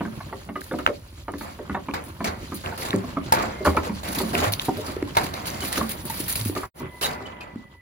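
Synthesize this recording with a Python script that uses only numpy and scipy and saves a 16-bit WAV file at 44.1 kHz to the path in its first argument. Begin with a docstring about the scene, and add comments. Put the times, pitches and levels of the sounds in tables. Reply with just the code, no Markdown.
"""Young goats on a wooden play deck

Hooves set the modes of the boards ringing, click as they strike and come down flat in dull thuds.
Close by, feet scuff the earth, crunch and swish through dry grass, and break twigs and a thick stick.
Short bright pings come from a dry stick ringing in a crunch, others perhaps from hooves on stone.
The ground rumbles under the landings, and faint whistles, likely frogs or birds, come from far off.
Two microphone ports pick up the yard and its short echo; near the end the sound dips briefly to silence."""
import sys
import numpy as np
from scipy import signal
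from scipy.fft import rfft, irfft, next_fast_len
from scipy.io import wavfile
from scipy.ndimage import uniform_filter1d, map_coordinates

SR = 44100
rng = np.random.default_rng(int(sys.argv[2]) if len(sys.argv) > 2 else 0)


def persist_wave(psi):
    """Save psi, clipped to +-1, as 16-bit WAV."""
    counts = np.round(np.clip(psi, -1, 1) * 32767).astype(np.int16)
    wavfile.write(sys.argv[1], SR, np.atleast_2d(counts).T)


N = 344421

# Short modes of hoof and board edge. Each row: frequency in Hz, level in dB, t60 in seconds.
CLACK_MODES = [(705, 6, 0.026), (940, 4, 0.024), (1150, 7, 0.016), (1400, 3, 0.016), (1710, 0, 0.018),
               (2136, 7, 0.014), (2620, 5, 0.011), (3600, 8, 0.009)]
# Spectra of dry grass, its crackle and its fizz. Each row: frequency in Hz, relative density in dB.
CRACKLE_SPECTRUM = [(1300, -5), (2300, -1), (3300, -3), (4500, 3), (6000, -8), (7500, -2.5), (9000, -23)]
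FIZZ_SPECTRUM = [(5500, -7), (7500, -7), (10000, 12.5), (13000, 9), (15500, 9.5), (17000, -27.5)]
# Coherence between the two ports. Each row: frequency in Hz, likeness from 0 to 1.
COHERENCE = [(150, 0.83), (300, 0.95), (1000, 0.66), (3200, 0.16), (6500, 0.66), (8300, 0.75),
             (16000, 0.79)]


def amp(db):
    """Amplitude grows tenfold for every 20 dB."""
    return 10 ** (np.asarray(db) / 20)


def unit(x):
    """Normalisation to an rms of 1."""
    return x / np.sqrt(np.mean(x ** 2) + 1e-20)


def along(points, hz):
    """Interpolation of (Hz, value) points on a logarithmic frequency axis."""
    knots_hz, values = np.transpose(points)
    return np.interp(np.log(hz + 1), np.log(knots_hz + 1), values)


def curves(rows):
    """Linear interpolation in time: one envelope for each column after the first."""
    times, *columns = np.transpose(rows)
    return [np.interp(np.arange(N) / SR, times, column) for column in columns]


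def wobble(rate):
    """Smooth random modulation: a spline through rate knots a second."""
    knots = rng.standard_normal(int(N * rate / SR) + 4)
    return map_coordinates(knots, [np.arange(N) * rate / SR])


def filtered(x, response):
    """Linear filtering: the spectrum is multiplied by a complex frequency response."""
    size = next_fast_len(N + 8192)
    return irfft(rfft(x, size) * response(np.fft.rfftfreq(size, 1 / SR)), size)[..., :N]


def grainy(spectrum, spread_db, patchy_db):
    """Tiny snaps of uneven size add up to coloured noise of rms 1, its colour shifting in patches."""
    grains = rng.standard_normal(N) * amp(spread_db * np.minimum(rng.exponential(size=N), 5))
    frames = signal.stft(grains, nperseg=256)[2]
    patches = uniform_filter1d(rng.standard_normal(frames.shape), size=4, axis=0)
    patches = uniform_filter1d(patches, size=8, axis=1)
    patchy = signal.istft(frames * amp(patchy_db * unit(patches)), nperseg=256)[1][:N]
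    return unit(filtered(patchy, lambda hz: amp(along(spectrum, hz))))


def add(track, start, sound):
    """Superposition: a sound joins the track at start seconds."""
    part = track[round(start * SR):][:len(sound)]
    part += sound[:len(part)]


def ring(hz, db, t60, t):
    """Free vibration: a sum of damped modes, scaled to a peak of 1."""
    wave = (amp(db[:, None] - 60 * t / t60[:, None]) * np.sin(2 * np.pi * hz[:, None] * t)).sum(0)
    return wave / np.abs(wave).max()


def blows(t, first, density, t60):
    """Impulsive excitation: a first blow, then a dying run of random ones, density of them per sample."""
    train = rng.standard_normal(len(t)) * (rng.uniform(size=len(t)) < density) * amp(-60 * t / t60)
    train[0] = first
    return train


def scuff_and_swish():
    """Friction noise: feet scuff the earth and brush the grass in uneven strokes."""
    # Each row: time in seconds, then levels in dB of scuffing, grass crackle and grass fizz.
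    friction_levels = [(0.0, -39.5, -53, -57), (1.32, -53.5, -54.5, -61.5), (1.7, -41, -55, -63),
                       (2.71, -42, -45.5, -53), (3.36, -37.5, -49.5, -60), (4.13, -43, -48, -54),
                       (4.27, -35, -44.5, -44), (5.05, -38.5, -49, -57), (6.38, -39.5, -46.5, -41),
                       (6.66, -45.5, -60.5, -49.5), (6.8, -42.5, -47, -49), (6.844, -37, -64, -63.5),
                       (6.98, -50, -60, -57), (7.3, -40.5, -65, -70.5), (7.81, -53.5, -67.5, -73)]
    # Spectrum of scuffed earth. Each row: frequency in Hz, relative density in dB.
    earth_spectrum = [(76, -5), (130, 3.5), (367, -3.5), (471, -17.5), (574, -6), (699, -22.5), (941, -9),
                      (2500, -22), (3250, -17), (5500, -120)]
    scuff_db, crackle_db, fizz_db = curves(friction_levels)
    stroke, flutter = wobble(23), wobble(99)
    scuff = amp(scuff_db + stroke + 2 * wobble(40)) * grainy(earth_spectrum, spread_db=1, patchy_db=3)
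    crackle = amp(crackle_db + 3.1 * stroke + 0.37 * flutter)
    crackle *= grainy(CRACKLE_SPECTRUM, spread_db=2, patchy_db=2)
    fizz = amp(fizz_db + 0.86 * stroke + 0.89 * flutter)
    fizz *= grainy(FIZZ_SPECTRUM, spread_db=1.5, patchy_db=2)
    return scuff, crackle + fizz


def ground_rumble():
    """Ground vibration: many feet merge into low noise; a heavy landing is a few cycles of a low note."""
    # Spectrum of the shaken earth. Each row: frequency in Hz, relative density in dB.
    ground_spectrum = [(20, -88), (33, -20.5), (55, -6.5), (80, -2.5), (110, -8.5), (190, -63)]
    # Strength of the steady rumble. Each row: time in seconds, level in dB.
    rumble_levels = [(0, -46.5), (4.4, -42.5), (6.7, -43.5), (6.75, -50.5)]
    # Heavy landings. Each row: time of the peak in seconds, level in dB, pitch in Hz.
    landings = [(1.733, -33.5, 75), (2.683, -31, 89), (2.963, -26, 107), (3.69, -16.5, 79),
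                (3.798, -24.5, 82.5), (4.15, -32.5, 70), (4.395, -28.5, 85), (4.487, -23, 102),
                (4.779, -30, 90), (5.805, -30, 79.5), (6.42, -24, 109.7), (6.477, -25, 100)]
    rise_s, fall_s = 0.018, 0.039
    level_db, = curves(rumble_levels)
    track = amp(level_db + 1.5 * wobble(2.983))
    track *= unit(filtered(rng.standard_normal(N), lambda hz: amp(along(ground_spectrum, hz))))
    t = np.arange(-SR // 20, SR // 5) / SR
    swell = np.where(t < 0, np.exp(-(t / rise_s) ** 2), np.exp(-t / fall_s))
    for peak_s, db, hz in landings:
        add(track, peak_s + t[0], amp(db) * swell * np.sin(2 * np.pi * (hz * t + rng.uniform())))
    return track


def hoof_knocks():
    """Modal resonance: a hoof excites most the modes nearest in pitch to the spot it strikes."""
    # Hooves on boards. Each row: start in seconds, boom level in dB, boom pitch in Hz,
    # clack level in dB, clack pitch in Hz.
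    knocks = [(0.007, -9.5, 215, -20.5, 1060), (0.051, -16, 209, -25.5, 1280), (0.204, -41, 250, -24, 1160),
              (0.326, -22, 410, -23, 1130), (0.489, -19, 192, -27, 1190), (0.556, -19.5, 383, -19.5, 1250),
              (0.712, -10.5, 406, -22, 1400), (0.735, -7, 256, -22.5, 940),
              (0.788, -16.5, 380, -26.5, 1530), (0.877, -11, 408, -34, 2100), (0.892, -7.5, 517, -61, 945),
              (1.281, -17, 307, -20, 1060), (1.336, -14.5, 290, -23.5, 1340), (1.409, -22, 185, -27, 1360),
              (1.59, -16.5, 410, -29, 886), (1.696, -13.5, 211, -23, 1520), (1.746, -22, 198, -15, 1060),
              (1.766, -24, 390, -23, 1020), (1.885, -12, 238, -20.5, 1190), (2.205, -13, 200, -21.5, 1080),
              (2.52, -14, 208, -24, 1290), (2.723, -52, 193, -25.5, 1040), (2.935, -7.5, 402, -26, 930),
              (2.939, -5, 182, -57, 915), (3.038, -18, 254, -27, 970), (3.169, -9, 218, -17, 1000),
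              (3.438, -20.5, 192, -21, 1130), (3.606, -12.5, 378, -57, 724), (3.65, -6, 460, -12, 1200),
              (3.659, -7, 470, -10, 1140), (3.672, -0.5, 263, -9, 1170), (3.745, -16.5, 600, -26.5, 720),
              (3.77, -5.5, 310, -8.5, 1260), (3.862, -15, 486, -42, 1090), (3.895, -11.5, 208, -26, 1230),
              (4.084, -14.5, 193, -48, 821), (4.172, -11, 244, -29, 1110), (4.201, -8, 370, -19.5, 1150),
              (4.234, -11, 185, -30.5, 1010), (4.334, -6.5, 353, -20, 740), (4.386, -15, 265, -42, 1010),
              (4.418, -8.5, 595, -21, 710), (4.683, -2.5, 296, -14, 770), (4.782, -13, 470, -44, 716),
              (4.882, -16.5, 269, -30, 1900), (5.634, -17, 213, -30, 970), (5.774, -9.5, 285, -19, 1160),
              (5.811, -10, 216, -15, 1120), (6.562, -12.5, 397, -19.5, 1210),
              (6.633, -48, 420, -23.5, 1150), (6.804, -20.5, 312, -32, 1070), (7.205, -21.5, 297, -33, 820)]
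    # Modes of the deck. Each row: frequency in Hz, level in dB, t60 as a multiple of the boom's.
    board_modes = [(185.7, -5.5, 1.73), (210.1, -3.5, 1.97), (272, 4.5, 0.71), (316.7, 2.5, 0.78),
                   (380.4, 0.5, 1.2), (417, -2.5, 0.85), (508, -0.5, 1.04), (597, 2, 0.92)]
    usual_t60_s, usual_db, damping = 0.19, -23.5, 0.24
    spot_db, detune = 20.5, 0.03  # loss per unit of log pitch from the struck spot; relative spread
    boom_rise_s, clack_rise_s = 0.0034, 0.0021
    track, t = np.zeros(N), np.arange(SR // 5) / SR
    board_hz, board_db, t60_ratio = np.transpose(board_modes)
    edge_hz, edge_db, edge_t60 = np.transpose(CLACK_MODES)
    for start, boom_db, boom_hz, clack_db, clack_hz in knocks:
        chance = rng.standard_normal((4, len(board_hz)))
        # A heavier hoof damps the board more.
        t60 = np.clip(usual_t60_s * amp(damping * (usual_db - boom_db)), 0.03, 0.3)
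        mode_db = board_db - spot_db * np.abs(np.log(board_hz / boom_hz)) + 3 * chance[1]
        boom = ring(board_hz * (1 + detune * chance[0]), mode_db, t60_ratio * t60, t)
        mode_db = edge_db - spot_db * np.abs(np.log(edge_hz / clack_hz)) + 3.1 * chance[3]
        clack = ring(edge_hz * (1 + 2 * detune * chance[2]), mode_db, edge_t60, t)
        scuffle = blows(t[:SR // 20], first=1.4, density=0.035, t60=0.06)  # the hoof slides and settles
        clack = signal.fftconvolve(clack * (1 - np.exp(-t / clack_rise_s)), scuffle)
        add(track, start, amp(boom_db) * boom * (1 - np.exp(-t / boom_rise_s)))
        add(track, start, amp(clack_db) * clack / np.abs(clack).max())
    return track


def sharp_clicks():
    """Transients: snapping twigs and striking hooves ring for two or three cycles, with a noisy tail."""
    # Each row: start in seconds, level in dB, pitch in Hz.
    clicks = [(.452, -33, 9050), (.617, -22.5, 1590), (5.028, -23, 2000), (6.303, -15.5, 4500),
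              (0.996, -36, 9000), (1.32, -27, 9000), (5.503, -18, 6100), (5.657, -20, 4200),
              (0.8637, 1, 1340), (0.865, -4.5, 2930), (1.385, -26.5, 4300), (1.912, -24.5, 2560),
              (2.04, -26, 9460), (2.249, -14, 5130), (2.907, -9.5, 3780), (2.661, -14.5, 2780),
              (2.931, -13, 1790), (2.9617, -17.5, 7800), (3.328, -7, 4830), (3.652, -16, 1290),
              (4.3523, -5.5, 2610), (4.537, -1.5, 4360), (4.5965, -6, 3490), (5.341, -14, 4320),
              (5.7285, -8, 8460), (6.3268, -6, 10000), (6.37, -24.5, 5000), (6.413, -11.5, 4420)]
    rise_cycles, decay_cycles = 0.6, 1.37
    track, t = np.zeros(N), np.arange(SR // 50) / SR
    for start, db, hz in clicks:
        envelope = 2 * np.exp(-t * hz / decay_cycles) * (1 - np.exp(-t * hz / rise_cycles))
        click = envelope * np.sin(2 * np.pi * hz * t)
        tail = 0.14 * rng.standard_normal(len(t)) * amp(-60 * t / 0.018)
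        add(track, start, amp(db) * (click + tail * min(hz / 8000, 1)))
    return track


def grass_crunches():
    """Crushing noise lasts while a foot drags, then decays: thick stalks sound dull, dry blades fizz."""
    # Each row: start in seconds, dull level in dB, fizz level in dB, drag in seconds,
    # t60 of the crackle in seconds.
    treads = [(0.608, -53.5, -45, 0.011, 1), (0.786, -34.5, -41, 0.0033, 0.042),
              (0.873, -17, -51, 0.0027, 0.0086), (1.41, -40, -75, 0.067, 0.09),
              (1.381, -56, -44.5, 0.0034, 0.95), (1.937, -27.5, -41, 0.011, 0.1),
              (2.034, -72, -46.5, 0.0065, 0.42), (2.243, -24, -30.5, 0.0017, 0.13),
              (2.542, -65, -32.5, 0.0089, 0.13), (2.639, -31.5, -55, 0.03, 0.16),
              (2.776, -43, -38.5, 0.004, 0.74), (2.822, -40, -55, 0.12, 0.16),
              (3.323, -22, -22, 0.002, 0.14), (3.367, -30, -45.5, 0.058, 0.26),
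              (3.647, -39.5, -37, 0.0088, 0.86), (3.766, -26, -38, 0.0033, 0.022),
              (3.831, -35, -51, 0.045, 0.036), (4.032, -37, -41, 0.075, 0.31),
              (4.116, -66, -33, 0.0065, 0.091), (4.148, -39.5, -32, 0.016, 0.5),
              (4.331, -28.5, -35, 0.083, 0.082), (4.423, -28, -37, 0.062, 0.033),
              (4.521, -44.5, -24, 0.011, 0.062), (4.616, -44, -40, 0.076, 0.038),
              (4.769, -43, -40.5, 0.0019, 0.36), (4.847, -40.5, -46, 0.06, 0.3),
              (5.15, -34, -50, 0.017, 0.041), (5.169, -23.5, -21.5, 0.0055, 0.085),
              (5.209, -38.5, -41, 0.027, 0.35), (5.336, -39, -45, 0.0045, 0.63),
              (5.456, -43.5, -38, 0.035, 0.41), (5.605, -42.5, -34, 0.075, 0.4),
              (5.721, -36.5, -32.5, 0.011, 0.091), (5.758, -39.5, -37.5, 0.088, 0.22),
              (5.892, -57, -31, 0.029, 0.065), (6.052, -64, -35.5, 0.014, 0.09),
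              (6.098, -47, -31.5, 0.12, 0.38), (6.28, -53, -27, 0.058, 0.041),
              (6.355, -46, -26.5, 0.016, 0.31), (6.45, -60.5, -31, 0.019, 0.25),
              (6.552, -38.5, -40, 0.011, 0.51), (7.012, -30.5, -33, 0.038, 0.19),
              (7.03, -40, -42, 0.032, 0.59), (7.259, -45.5, -64, 0.0052, 0.13),
              (7.408, -45.5, -57, 0.0025, 0.28)]
    # Spectrum of thick stalks. Each row: frequency in Hz, relative density in dB.
    stalk_spectrum = [(300, -8.5), (620, -3.5), (800, -3.5), (920, -3), (1620, -9.5), (1900, -11.5),
                      (2400, -14), (3500, -47)]
    crackle, dull, fizz = np.zeros((3, N))
    t = np.arange(SR // 2) / SR
    for start, dull_db, fizz_db, drag_s, t60 in treads:
        envelope = amp(-60 * np.maximum(t - drag_s, 0) / max(t60, 0.01)) * (1 - np.exp(-t / 0.00029))
        crackle_db = dull_db + 0.64 * (fizz_db - dull_db) + 3.5
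        add(crackle, start, amp(crackle_db) * envelope)
        add(dull, start, amp(dull_db) * envelope ** 0.33)  # the dull part lasts longest
        add(fizz, start, amp(fizz_db) * envelope ** 1.5)
    clumps = amp(4.2 * wobble(90) - 2.5)  # stalks give way in clumps
    crackle *= clumps * grainy(CRACKLE_SPECTRUM, spread_db=3.8, patchy_db=2.5)
    dull *= grainy(stalk_spectrum, spread_db=1.5, patchy_db=0.5)
    fizz *= clumps * grainy(FIZZ_SPECTRUM, spread_db=3.8, patchy_db=2.5)
    return crackle + dull + fizz


def stick_breaks():
    """Progressive fracture: fibres part in a quick run of cracks that ring a thick stick's halves."""
    # Each row: start in seconds, level in dB, tilt of the overtones in dB per two octaves.
    breaks = [(3.3233, -3, -12.5), (3.337, -5.5, -14), (5.1688, -7, 0), (5.174, -7.5, 1.5)]
    # Modes of the dry stick. Each row: frequency in Hz, level in dB, t60 in seconds.
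    stick_modes = [(915, 9, 0.045), (1635, -4, 0.065), (2150, -4, 0.04), (4000, -8, 0.06), (4450, -9, 0.06)]
    track, t = np.zeros(N), np.arange(SR // 8) / SR
    hz, mode_db, t60 = np.transpose(stick_modes)
    for start, db, tilt_db in breaks:
        modes = ring(hz, mode_db + tilt_db * np.log2(hz / hz[0]) / 2, t60, t)
        split = signal.fftconvolve(modes, blows(t, first=3.5, density=0.03, t60=0.02))
        add(track, start, amp(db) * split / np.abs(split).max())
    return track


def far_calls():
    """Frequency and amplitude modulation: each whistle swells and fades, and distance makes it waver."""
    # Each row: start in seconds, length in seconds, pitch in Hz, level in dB.
    whistles = [(3.497, 0.27, 2110, -51), (5.29, 0.55, 2106, -53), (6.767, 0.64, 2016, -52),
                (6.783, 0.78, 982, -54), (7.411, 0.13, 1990, -52.5), (7.57, 0.12, 1990, -53.5),
                (7.7, .2, 1986, -58)]
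    waver_hz, flutter_db = 12, 3
    track = np.zeros(N)
    drift_cycles = np.cumsum(waver_hz * wobble(100)) / SR
    flutter = amp(flutter_db * wobble(80))
    for start, length, hz, db in whistles:
        n = np.arange(round(start * SR), min(round((start + length) * SR), N))
        swell = np.abs(np.sin(np.pi * (n / SR - start) / length)) ** 0.25
        tone = np.sqrt(2) * np.sin(2 * np.pi * (hz * n / SR + drift_cycles[n]))
        track[n] += amp(db) * swell * flutter[n] * tone
    return track


def flat_thuds():
    """Heavy damping: a foot landing flat gives a few cycles of a falling note and a faint hoof click."""
    # Each row: start in seconds, level in dB, initial pitch in Hz.
    thuds = [(4.966, -12, 420), (5.026, -7.5, 335), (5.106, -24, 264), (5.217, -20, 334), (5.245, -20, 254),
             (6.202, -16, 335), (6.458, -14.5, 253), (6.497, -11, 340), (7.559, -18, 254)]
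    decay_cycles, rise_s = 1.28, 0.001
    track, t = np.zeros(N), np.arange(SR // 10) / SR
    click = ring(*np.transpose(CLACK_MODES), 2 * t)  # an octave up and half as long
    for start, db, hz in thuds:
        cycles = hz * t * (1 - 6.7 * t)
        thud = np.sin(2 * np.pi * cycles) * np.exp(-cycles / decay_cycles) * (1 - np.exp(-t / rise_s))
        add(track, start, amp(db - 11) * min(hz / 300, 1) ** 3 * click)
        add(track, start, amp(db) * thud)
    return track


def bright_pings():
    """Close modes beat in short pings: a dry stick ringing in a crunch, others perhaps hooves on stone."""
    # Each row: start in seconds, level in dB, centre pitch in Hz.
    pings = [(5.618, -19, 3050), (6.099, -17.5, 935), (7.013, -23, 4530), (7.028, -11, 2890),
             (7.043, -7.5, 3860), (7.256, -25.5, 3000), (7.409, -22.5, 2460), (7.405, -30, 3130),
             (7.746, -41, 940)]
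    t60_s, rise_s, detune = 0.07, 0.004, 0.035
    track, t = np.zeros(N), np.arange(SR // 8) / SR
    for start, db, hz in pings:
        chance = rng.standard_normal((2, 4))
        cluster = ring(hz * (1 + detune * chance[0]), 3 * chance[1], np.full(4, t60_s), t)
        add(track, start, amp(db) * cluster * (1 - np.exp(-t / rise_s)))
    return track


def ports(x, lag_ms, coherence):
    """Path difference: the left port lags by direction in the bass, by the device's body in the treble."""
    treble_lag_ms, side = 0.192, np.array([[-1], [1]])

    def response(hz):
        treble = np.clip((hz - 3500) / 3000, 0, 1)
        phase_per_ms = np.pi * side * hz / 1000
        low_path = np.sqrt(1 - treble) * np.exp(1j * phase_per_ms * lag_ms)
        high_path = np.sqrt(treble) * np.exp(1j * phase_per_ms * treble_lag_ms)
        return np.sqrt(np.clip(along(coherence, hz), 0, 1)) * (low_path + high_path)
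    return filtered(x, response)


def scattered(x):
    """Diffuse sound: the incoherent part reaches the two ports with unrelated phases."""
    frames = signal.stft(x, nperseg=128)[2]
    phases = np.exp(2j * np.pi * rng.uniform(size=(2,) + frames.shape))
    pair = signal.istft(frames * phases, nperseg=128)[1][:, :N]
    return filtered(pair, lambda hz: np.sqrt(2 - 2 * np.clip(along(COHERENCE, hz), 0, 1)))


def yard_echo(x):
    """Reverberation: trees and posts reflect the sound, each frequency dying at its own rate."""
    # Each row: frequency in Hz, t60 in seconds.
    decay_times = [(200, 0.31), (1500, 0.097), (12000, 0.083)]
    hz, t, frames = signal.stft(rng.standard_normal((2, int(0.42 * SR))), SR, nperseg=256)
    decay = amp(-60 * t / along(decay_times, hz)[:, None])
    tails = signal.istft(frames * decay, SR, nperseg=256)[1]
    tails /= np.linalg.norm(tails[0])
    delayed = np.pad(x, (500, 0))
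    pair = signal.fftconvolve(delayed[None], tails, axes=1)[:, :N]
    mid = pair.mean(0)  # bass reaches both ports alike
    return mid + filtered(pair - mid, lambda hz: hz ** 2 / (hz ** 2 + 170 ** 2))


def scene():
    """Superposition at two ports: deck ahead, feet close on the left; scuffs and grass partly diffuse."""
    ahead = hoof_knocks() + flat_thuds() + bright_pings()
    cracks = sharp_clicks() + stick_breaks()
    treads = grass_crunches()
    scuff, swish = scuff_and_swish()
    grass = treads + swish
    spread = ports(scuff, 0.22, COHERENCE) + ports(grass, -0.42, COHERENCE) + scattered(scuff + grass)
    point_source = [(1000, 1)]  # fully coherent at every frequency
    hits = ports(ahead, 0.056, point_source) + ports(cracks, -0.45, point_source)
    direct = spread + hits + far_calls() + ground_rumble()
    echo = yard_echo(amp(-11) * ahead + amp(-18) * cracks + amp(-8) * treads)
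    return (direct + echo) * amp([[-0.5], [0.6]])


def record(dry):
    """Band limiting: the microphone drops the deepest bass and top treble; the level dips once to zero."""
    silent_from_s, silent_to_s, fade_out_s, fade_in_s = 6.715, 6.742, 0.062, 0.05
    bass_hz, top_hz = 32, 16000
    t = np.arange(N) / SR
    fade_out = np.clip((silent_from_s - t) / fade_out_s, 0, 1) ** 3
    fade_in = np.clip((t - silent_to_s) / fade_in_s, 0, 1)
    dipped = dry * np.maximum(fade_out, fade_in)
    return filtered(dipped, lambda hz: (hz < top_hz) * hz ** 4 / (hz ** 4 + bass_hz ** 4))


dry = scene()
out = record(dry)
persist_wave(out)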